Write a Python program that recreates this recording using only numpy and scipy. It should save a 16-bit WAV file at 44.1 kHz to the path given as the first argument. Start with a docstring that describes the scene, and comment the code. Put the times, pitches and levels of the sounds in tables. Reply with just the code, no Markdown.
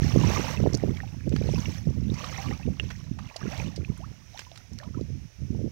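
"""Wading in a muddy pool, windy field

Bare feet wade through shallow water, then hands dip in and grope along the bottom.
Strokes swell bubble swarms and noise; plops are rising sine rings, smacks are noise bursts through
resonators, gurgles are sine glides. Random pressure spikes make the wind that buffets the single
microphone, over a filtered-noise background hiss. All of it plays in the right channel only."""
import sys
import numpy as np
from scipy import signal
from scipy.fft import rfft, irfft
from scipy.io import wavfile
from scipy.ndimage import uniform_filter1d

SR = 44100
rng = np.random.default_rng(int(sys.argv[2]) if len(sys.argv) > 2 else 0)


def to_wav(sig):
    """Store sig (one row per channel, or 1-D mono) as 16-bit WAV at the path in sys.argv[1].

    Samples outside -1..1 are clipped; the rate is SR.
    """
    pcm = np.clip(np.atleast_2d(sig), -1, 1) * 32767
    pcm = np.round(pcm).astype(np.int16)
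    wavfile.write(sys.argv[1], SR, pcm.T)  # frames by channels


N = 251851
TIME = np.arange(N) / SR  # [s]

# All levels in the tables are mix levels, ahead of layer trims, filters and output gain.


def undb(db):
    """Decibels to gain."""
    return 10 ** (np.asarray(db) / 20)


def unit(x):
    """Scale to rms 1."""
    return x / np.sqrt(np.mean(x ** 2))


def curves(table):
    """Each column of a control table, sample by sample."""
    s, *columns = np.transpose(table)
    return [np.interp(TIME, s, column) for column in columns]


def colour(x, points):
    """Filter by a (frequency [Hz], gain [dB]) outline that falls away steeply beyond its ends."""
    hz, db = np.transpose(points)
    f = np.maximum(np.arange(N // 2 + 1) * SR / N, 1)
    skirts = np.minimum(f / hz[0], 1) ** 3 * np.minimum(hz[-1] / f, 1) ** 4
    gain = undb(np.interp(np.log(f), np.log(hz), db)) * skirts
    return irfft(rfft(x) * gain, N)


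def steady(x, span_s):
    """Take out swells slower than span_s, keep the grain."""
    size = max(int(span_s * SR), 1)
    power = uniform_filter1d(uniform_filter1d(x ** 2, size), size)
    return x / np.sqrt(np.abs(power) + 1e-12)


def walk(rate):
    """Smooth random wander with rate new targets a second, spread near 1."""
    k = int(SR / rate)
    steps = np.repeat(rng.standard_normal(N // k + 1), k)
    return unit(uniform_filter1d(steps, k)[:N])


def add(out, s, sound):
    """Mix a short sound in at time s."""
    i = int(np.clip(s * SR, 0, N - 1))
    out[i:i + len(sound)] += sound[:N - i]


def gate(start, end, attack_s, release_s):
    """Swell exponentially up to start, hold until end, die away."""
    return np.exp(np.minimum(TIME - start, 0) / attack_s - np.maximum(TIME - end, 0) / release_s)


# outline of the background hiss: (frequency [Hz], gain [dB])
HISS_COLOUR = [(35, -10), (60, -3), (105, 1.5), (175, -31), (298, -24.5), (1120, -32.5), (2360, -26.5),
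               (3270, -31.5), (4420, -34.5), (5840, -23), (7900, -44.5), (9080, -39.5), (9970, -47.5),
               (13500, -44.5), (15500, -46)]


def background_hiss():
    """A faint, nearly even background hiss: filtered noise, levelled by its treble."""
    hiss = colour(rng.standard_normal(N), HISS_COLOUR)
    treble = colour(hiss, [(1000, 0), (15000, 0)])
    return hiss / treble.std() * undb(-62.5 + 0.65 * walk(7.5))


def vortex(hz):
    """A pressure spike between two shallow dips."""
    u = (np.pi * hz * np.arange(-600, 601) / SR) ** 2
    return (1 - 2 * u) * np.exp(-u)


def eddies(count, low_hz, high_hz, spread_db):
    """Vortices of many sizes and either sign pass at random moments."""
    out = np.zeros(N)
    for when, pitch, size, side in rng.random((count, 4)):
        hz = low_hz * (high_hz / low_hz) ** pitch
        db = -spread_db * np.log(size + .05)
        add(out, when * N / SR, np.sign(side - .5) * undb(db) * vortex(hz))
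    return unit(out)


# the breeze between gusts, with its lulls: (time [s], level [dB])
BREEZE_LEVEL = [(0, -33.5), (.9, -38), (1.15, -40), (1.4, -38.5), (2.1, -38.5), (2.25, -43.5), (2.7, -43),
                (3.28, -41), (3.31, -66), (3.41, -73), (3.45, -40), (3.9, -47), (4.2, -56), (4.66, -59),
                (4.95, -46), (5.27, -43), (5.31, -79), (5.71, -60)]
# gusts: (start [s], hold [s], level [dB], fine eddies relative to the gust [dB])
GUST_EVENTS = [(.01, 0.068, -25.5, -16), (.14, 0.15, -24, -11), (0.301, .11, -34, -2),
               (0.589, 0.1, -27.5, -6), (0.735, 0.017, -27, -5), (0.838, .09, -31, -4),
               (1.268, .15, -29.5, -9), (1.446, .15, -29.5, -9.5), (1.668, 0.026, -32, -14.5),
               (1.874, 0.021, -25, -15.5), (1.963, 0.18, -31.5, -15.5), (2.28, 0.14, -43, -16),
               (2.457, 0.081, -33, -14), (2.661, 0.052, -29.5, -14.5), (2.805, 0.053, -34.5, -13),
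               (3.431, 0.037, -36, -3.5), (3.588, .10, -35, -12.5), (3.789, 0.031, -32, -10),
               (3.883, 0.021, -31, -17), (3.994, 0.12, -42.5, -17.5), (4.718, 0.046, -40, -20.5),
               (4.879, .03, -37.5, -12.5), (4.956, 0.086, -36.5, -14), (5.098, 0.058, -35.5, -19),
               (5.41, 0.043, -34, -21), (5.507, 0.17, -33.5, -9)]


def blowing():
    """Strength of the big and of the fine eddies: gust power rides on the breeze."""
    big = undb(curves(BREEZE_LEVEL)[0]) ** 2
    fine = big * undb(-24) ** 2
    for s, hold, db, fine_db in GUST_EVENTS:
        power = (undb(db) * gate(s, s + hold, attack_s=.012, release_s=.016)) ** 2
        big = big + power
        fine = fine + power * undb(fine_db) ** 2
    return np.sqrt(big), np.sqrt(fine)


# outline of the big-eddy rumble: (frequency [Hz], gain [dB])
RUMBLE_COLOUR = [(15, -48), (25, -23), (46, -4.5), (65, 0.5), (130, -1), (174, -4), (243, -6.5),
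                 (354, -15.5), (390, -16), (442, -32), (700, -51), (910, -94), (1540, -120)]
# single hard eddies: (centre time [s], level [dB], pitch [Hz])
BUFFET_EVENTS = [(0.0218, -20, 233), (0.1617, -10.5, 343), (0.1735, -11, 221), (0.2517, -19, 133),
                 (.632, -14, 120), (0.639, -20.5, 447), (0.663, -15, 500), (0.6733, -12, 343),
                 (.742, -21, 402), (0.838, -13, 386), (0.886, -25.5, 406), (0.8941, -15, 185.4),
                 (1.276, -24.5, 367), (1.3402, -17.5, 250), (1.4908, -20.5, 445), (1.544, -26.5, 394),
                 (1.5928, -25, 150), (1.6968, -23.5, 213), (1.8955, -18.5, 89), (2.1203, -19.5, 218),
                 (2.5125, -30, 320), (2.6801, -23, 318), (2.688, -26.5, 390), (3.1156, -19.5, 164),
                 (3.481, -23.5, 186), (3.791, -30, 206), (3.902, -21, 204), (4.975, -22, 217),
                 (5.0131, -21.5, 293), (5.5073, -19, 180), (5.55, -36, 494), (5.593, -31.5, 378),
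                 (5.6451, -19, 203)]


def wind():
    """Big eddies rumble on the microphone; small ones flutter over them; the hardest are single thuds."""
    big, fine = blowing()
    rumble = eddies(count=1500, low_hz=87.6, high_hz=265, spread_db=3.5)
    rumble = steady(colour(rumble, RUMBLE_COLOUR), 0.024)
    flutter = eddies(count=1500, low_hz=171, high_hz=374, spread_db=8)
    flutter = colour(flutter, [(200, -11.5), (330, -1), (500, 1.0), (700, -2.0), (1200, 0)])
    flutter = steady(flutter, 0.11)
    out = undb(0.94) * big * rumble + undb(-1.5) * fine * flutter
    for s, db, hz in BUFFET_EVENTS:
        thud = vortex(hz)
        add(out, s - len(thud) / 2 / SR, undb(db - 0.5) * thud)
    return out


def stroke(start, crest, end, shape):
    """A wave builds to its crest, sags and collapses, leaving a wake that settles slowly."""
    climb_db, sag_db, wake_db, wake_s = shape
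    wave_db = np.interp(TIME, [start, crest, end], [-climb_db, 0, -sag_db])
    wave = undb(wave_db) * gate(start, end, attack_s=.02, release_s=.051)
    wake = undb(wake_db) * gate(start, end, attack_s=.095, release_s=wake_s)
    return np.hypot(wave, wake)


# a leg or hand sweeps through the water:
# (start [s], crest [s], end [s], churn level [dB], spray level [dB], finest-droplet mist level [dB])
STROKE_EVENTS = [(0.014, 0.039, 0.22, -42, -44, -57), (0.204, 0.355, 0.54, -34.5, -40.5, -51),
                 (1.361, 1.611, 1.76, -48, -47.5, -59.5), (2.174, 2.343, 2.506, -42, -46.5, -59),
                 (2.805, 2.896, 2.99, -57.5, -55.5, -71), (3.189, 3.27, 3.4, -53.5, -64, -77.5),
                 (3.417, 3.514, 3.67, -44, -50, -62.5), (4.363, 4.39, 4.43, -59.5, -51, -63),
                 (4.518, 4.58, 4.62, -62.5, -72, -79), (4.778, 4.8, 4.82, -54.5, -61, -82)]
# stroke shapes: (climb to crest [dB], sag after crest [dB], wake level [dB], wake decay constant [s])
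CHURN_STROKE = (7, 5, -11, 0.4056)
SPRAY_STROKE = (6.5, 4.5, -12, 0.34)
MIST_STROKE = (12, 3.5, -11.5, .5)
CHURN_LAG_S = .025  # the churn peaks after the spray, as the wave falls back
SURGE_DB, SURGE_RATE = 1.2, 22  # the water moves unevenly (spread [dB], new targets per s)


def stirring():
    """Levels of churn, spray and mist in dB: the powers of all strokes add, under one shared surge."""
    power = 1e-12
    for start, crest, end, churn_db, spray_db, mist_db in STROKE_EVENTS:
        churn_crest = min(crest + CHURN_LAG_S, end)
        churn = undb(churn_db) * stroke(start, churn_crest, end, CHURN_STROKE)
        spray = undb(spray_db) * stroke(start, crest, end, SPRAY_STROKE)
        mist = undb(mist_db) * stroke(start, crest, end, MIST_STROKE)
        power = power + np.array([churn, spray, mist]) ** 2
    return 10 * np.log10(power) + SURGE_DB * walk(SURGE_RATE)


def bubble(hz, t60, rise):
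    """A ring that swells within a cycle, then dies while its pitch climbs toward the surface."""
    t = np.arange(int(t60 * SR) + 2) / SR
    envelope = (1 - np.exp(-2 * hz * t)) * np.exp(-np.log(1000) * t / t60)
    # pitch climbs by the fraction rise over t60
    return np.sin(2 * np.pi * hz * t * (1 + rise * t / t60 / 2)) * envelope


def swarm(stir_db, count, low_hz, high_hz, cycles, spread_db, rise):
    """Bubbles at random moments, a crowd in stirred water and few in calm; spread_db sets how some stand out."""
    out = np.zeros(N)
    chance = undb(.7 * (stir_db - stir_db.max()))
    for when, pitch, size, ring, luck in rng.random((count, 5)):
        if luck < chance[int(when * N)]:
            hz = low_hz * (high_hz / low_hz) ** pitch
            db = -spread_db * np.log(size + .03)
            t60 = cycles * (.5 + ring) / hz
            add(out, when * N / SR, undb(db) * bubble(hz, t60, rise))
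    # lift the sparse stretches, so crowding changes grain more than level
    return unit(out * np.maximum(chance, .1) ** -.5)


# outlines of the three water layers: (frequency [Hz], gain [dB])
CHURN_OUTLINE = [(350, -3), (540, -5.5), (900, -2), (1200, -3), (1500, -4), (2100, 1.5), (2800, 3),
                 (3300, -3), (4500, 1.5)]
SPRAY_OUTLINE = [(2200, 4.5), (3200, -10), (4200, -7), (5000, -6.5), (5800, 4.5), (6500, -5), (7500, -14),
                 (10000, -21)]
MIST_OUTLINE = [(6000, 10.5), (8000, -5), (10500, -7), (12500, -2), (13800, -1), (15500, 0)]


def slosh():
    """The wave ahead of each leg churns up bubbles; its spray patters back as tiny ones over a fine hiss."""
    churn_db, spray_db, mist_db = stirring()
    foam = rng.standard_normal((3, N))
    churn = swarm(churn_db, count=16000, low_hz=480, high_hz=3600, cycles=26, spread_db=4.5, rise=.2)
    spray = swarm(spray_db, count=14000, low_hz=2898, high_hz=7830, cycles=52, spread_db=6.0, rise=0.096)
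    mist = swarm(mist_db, count=6000, low_hz=7100, high_hz=15100, cycles=23, spread_db=0.5, rise=0.066)
    churn = steady(colour(churn + undb(-6) * foam[0], CHURN_OUTLINE), 0.051)
    spray = steady(colour(spray + undb(1) * foam[1], SPRAY_OUTLINE), 0.054)
    mist = steady(colour(mist + undb(1.5) * foam[2], MIST_OUTLINE), 0.025)
    return undb(churn_db - 2.54) * churn + undb(spray_db - 2.0) * spray + undb(mist_db) * mist


# trapped air bubbles: (time [s], starting pitch [Hz], level [dB], 60 dB decay [s])
PLOP_EVENTS = [(0.034, 1766, -32.5, 0.025), (0.2358, 940, -25.5, 0.039), (0.361, 1160, -25, 0.051),
               (.37, 2110, -29.5, .035), (.415, 5900, -32, 0.019), (.445, 890, -27.5, 0.028),
               (.482, 882, -27, 0.037), (0.487, 2030, -39, .061), (.545, 957, -35.5, 0.057),
               (0.573, 2590, -30.5, .024), (0.7988, 1960, -36.5, 0.012), (0.972, 2200, -36, 0.023),
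               (1.003, 1810, -26, 0.013), (1.034, 773, -33.5, 0.038), (1.208, 1660, -40, 0.012),
               (1.3626, 1660, -29.5, 0.015), (1.546, 5200, -33, 0.015), (1.558, 2530, -34.5, 0.021),
               (1.578, 960, -37.5, .056), (1.6564, 2720, -27, 0.012), (1.658, 2180, -31, 0.015),
               (2.1007, 3690, -37, .017), (2.1878, 2530, -37, .031), (2.206, 1140, -33.5, 0.027),
               (2.241, 1180, -27.5, .025), (2.326, 1230, -34, .027), (2.361, 2440, -33.5, 0.019),
               (2.379, 1920, -34.5, 0.027), (2.384, 770, -35, 0.11), (2.459, 1130, -37, .046),
               (2.51, 786, -34, 0.042), (2.51, 1860, -35, 0.028), (2.525, 1210, -38.5, 0.056),
               (2.597, 795, -38.5, 0.027), (2.632, 2550, -39, 0.021), (2.7978, 2750, -17, 0.016),
               (2.91, 1870, -38, .025), (3.312, 900, -35, 0.015), (3.36, 650, -28, 0.028),
               (3.413, 1190, -36, .03), (3.429, 1610, -35.5, .024), (3.464, 1390, -39, .039),
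               (3.5994, 2460, -27, 0.013), (3.602, 840, -29, .022), (3.8476, 2460, -32, .016),
               (4.393, 1590, -32.5, 0.015), (4.3918, 2560, -32, 0.011), (4.467, 980, -45, 0.047),
               (4.516, 660, -39.5, 0.032), (4.8, 1710, -38.5, 0.019), (4.832, 1070, -35, 0.014),
               (4.9448, 1275, -41.5, .048)]


def plops():
    """Single large bubbles ring out of the churn."""
    out = np.zeros(N)
    for s, hz, db, t60 in PLOP_EVENTS:
        add(out, s, undb(db) * bubble(hz, t60, rise=0.12))
    return out


# wet smacks of mud and skin:
# (time [s], level [dB], resonance centre [Hz], resonator width [Hz], 60 dB decay of the tear [s])
SMACK_EVENTS = [(0.733, -25.5, 5860, 1500, 0.0062), (.743, -25.5, 5270, 2480, 0.013),
                (0.7482, -24, 5600, 1480, 0.013), (0.7728, -33.5, 7040, 3980, 0.01),
                (0.9676, -38.5, 3500, 4000, 0.03), (1.2925, -36.5, 5800, 4000, 0.0093),
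                (1.322, -38, 2630, 2500, 0.068), (1.3623, -28.5, 2880, 4120, 0.014),
                (2.1398, -36.5, 5460, 2500, 0.052), (2.243, -30, 3140, 2500, 0.017),
                (2.7972, -28, 2400, 1590, 0.0087), (2.903, -36, 2600, 2900, 0.06),
                (3.1873, -38, 1660, 2770, 0.041), (3.362, -31.5, 4630, 1990, 0.011),
                (3.364, -26, 4900, 3500, 0.012), (3.577, -34.5, 4940, 3020, 0.018),
                (3.76, -33, 4640, 2800, 0.043), (3.976, -41.5, 8000, 6000, .012),
                (4.3747, -33.5, 3460, 3020, 0.015), (4.392, -31, 3700, 4560, 0.019),
                (4.406, -38, 3800, 3000, 0.015), (4.417, -43.5, 2270, 2480, 0.025),
                (4.515, -39.5, 3085, 2500, 0.014), (4.5576, -40.5, 3480, 4000, 0.034),
                (4.575, -35, 4500, 6030, 0.018), (4.733, -38.5, 6000, 1900, 0.0081),
                (4.787, -32.5, 4440, 5100, 0.0089), (4.834, -43, 2780, 2010, 0.035),
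                (5.01, -42.5, 4570, 2000, 0.011)]


def smacks():
    """A wet film tears: a short noise burst rings the gap behind it."""
    out = np.zeros(N)
    t = np.arange(4096) / SR
    for s, db, hz, width_hz, t60 in SMACK_EVENTS:
        gap = signal.iirpeak(hz, hz / width_hz, fs=SR)
        envelope = np.exp(-np.log(1000) * t / t60) * (1 - np.exp(-t / .0008))
        tear = rng.standard_normal(len(t)) * envelope
        ring = signal.lfilter(*gap, tear)
        burst = signal.lfilter(*gap, ring) + 0.51 * ring
        add(out, s, undb(db) * burst / np.abs(burst).max())
    return colour(out, [(400, 18.5), (3000, -2), (6200, -0.5), (8500, -7.0), (16000, -7.0)])


# hollows that close and rise in pitch: (time [s], length [s], first pitch [Hz], last pitch [Hz], level [dB])
GURGLE_EVENTS = [(3.503, .045, 540, 950, -40), (3.998, .064, 630, 2100, -46), (4.333, .052, 680, 1500, -51),
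                 (4.515, .04, 630, 720, -56), (4.792, .06, 530, 1500, -50), (4.815, .06, 570, 720, -53),
                 (4.85, .04, 950, 1050, -55), (4.965, .04, 950, 1400, -54)]


def gurgles():
    """Water fills a hollow round a hand or heel; the shrinking pocket sings upward, ever faster."""
    out = np.zeros(N)
    flutter = undb(4 * walk(260) - 3)
    for s, length, first_hz, last_hz, db in GURGLE_EVENTS:
        u = np.linspace(0, 1, int(length * SR))
        hz = first_hz * (last_hz / first_hz) ** (u ** 2)
        swell = np.abs(np.sin(np.pi * u)) ** .5
        add(out, s, undb(db) * swell * np.sin(2 * np.pi * np.cumsum(hz) / SR))
    return out * flutter


def scene():
    """Water sounds scatter faintly off the bank; the wind is right at the microphone."""
    water = slosh() + plops() + smacks() + gurgles()
    t = np.arange(SR // 5) / SR
    scatter = rng.standard_normal(len(t)) * np.exp(-t / .005) * (t > .003)
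    bank = signal.fftconvolve(water, scatter / np.linalg.norm(scatter))[:N]
    sound = background_hiss() + wind() + water + undb(-14) * bank
    return np.outer([0, 2], sound)  # left silent, right at double gain


TOP_HZ = 15800


def record(dry):
    """A steep elliptic low-pass cuts the top."""
    return signal.sosfilt(signal.ellip(10, .2, 80, TOP_HZ, fs=SR, output="sos"), dry)


dry = scene()
out = record(dry)
to_wav(out)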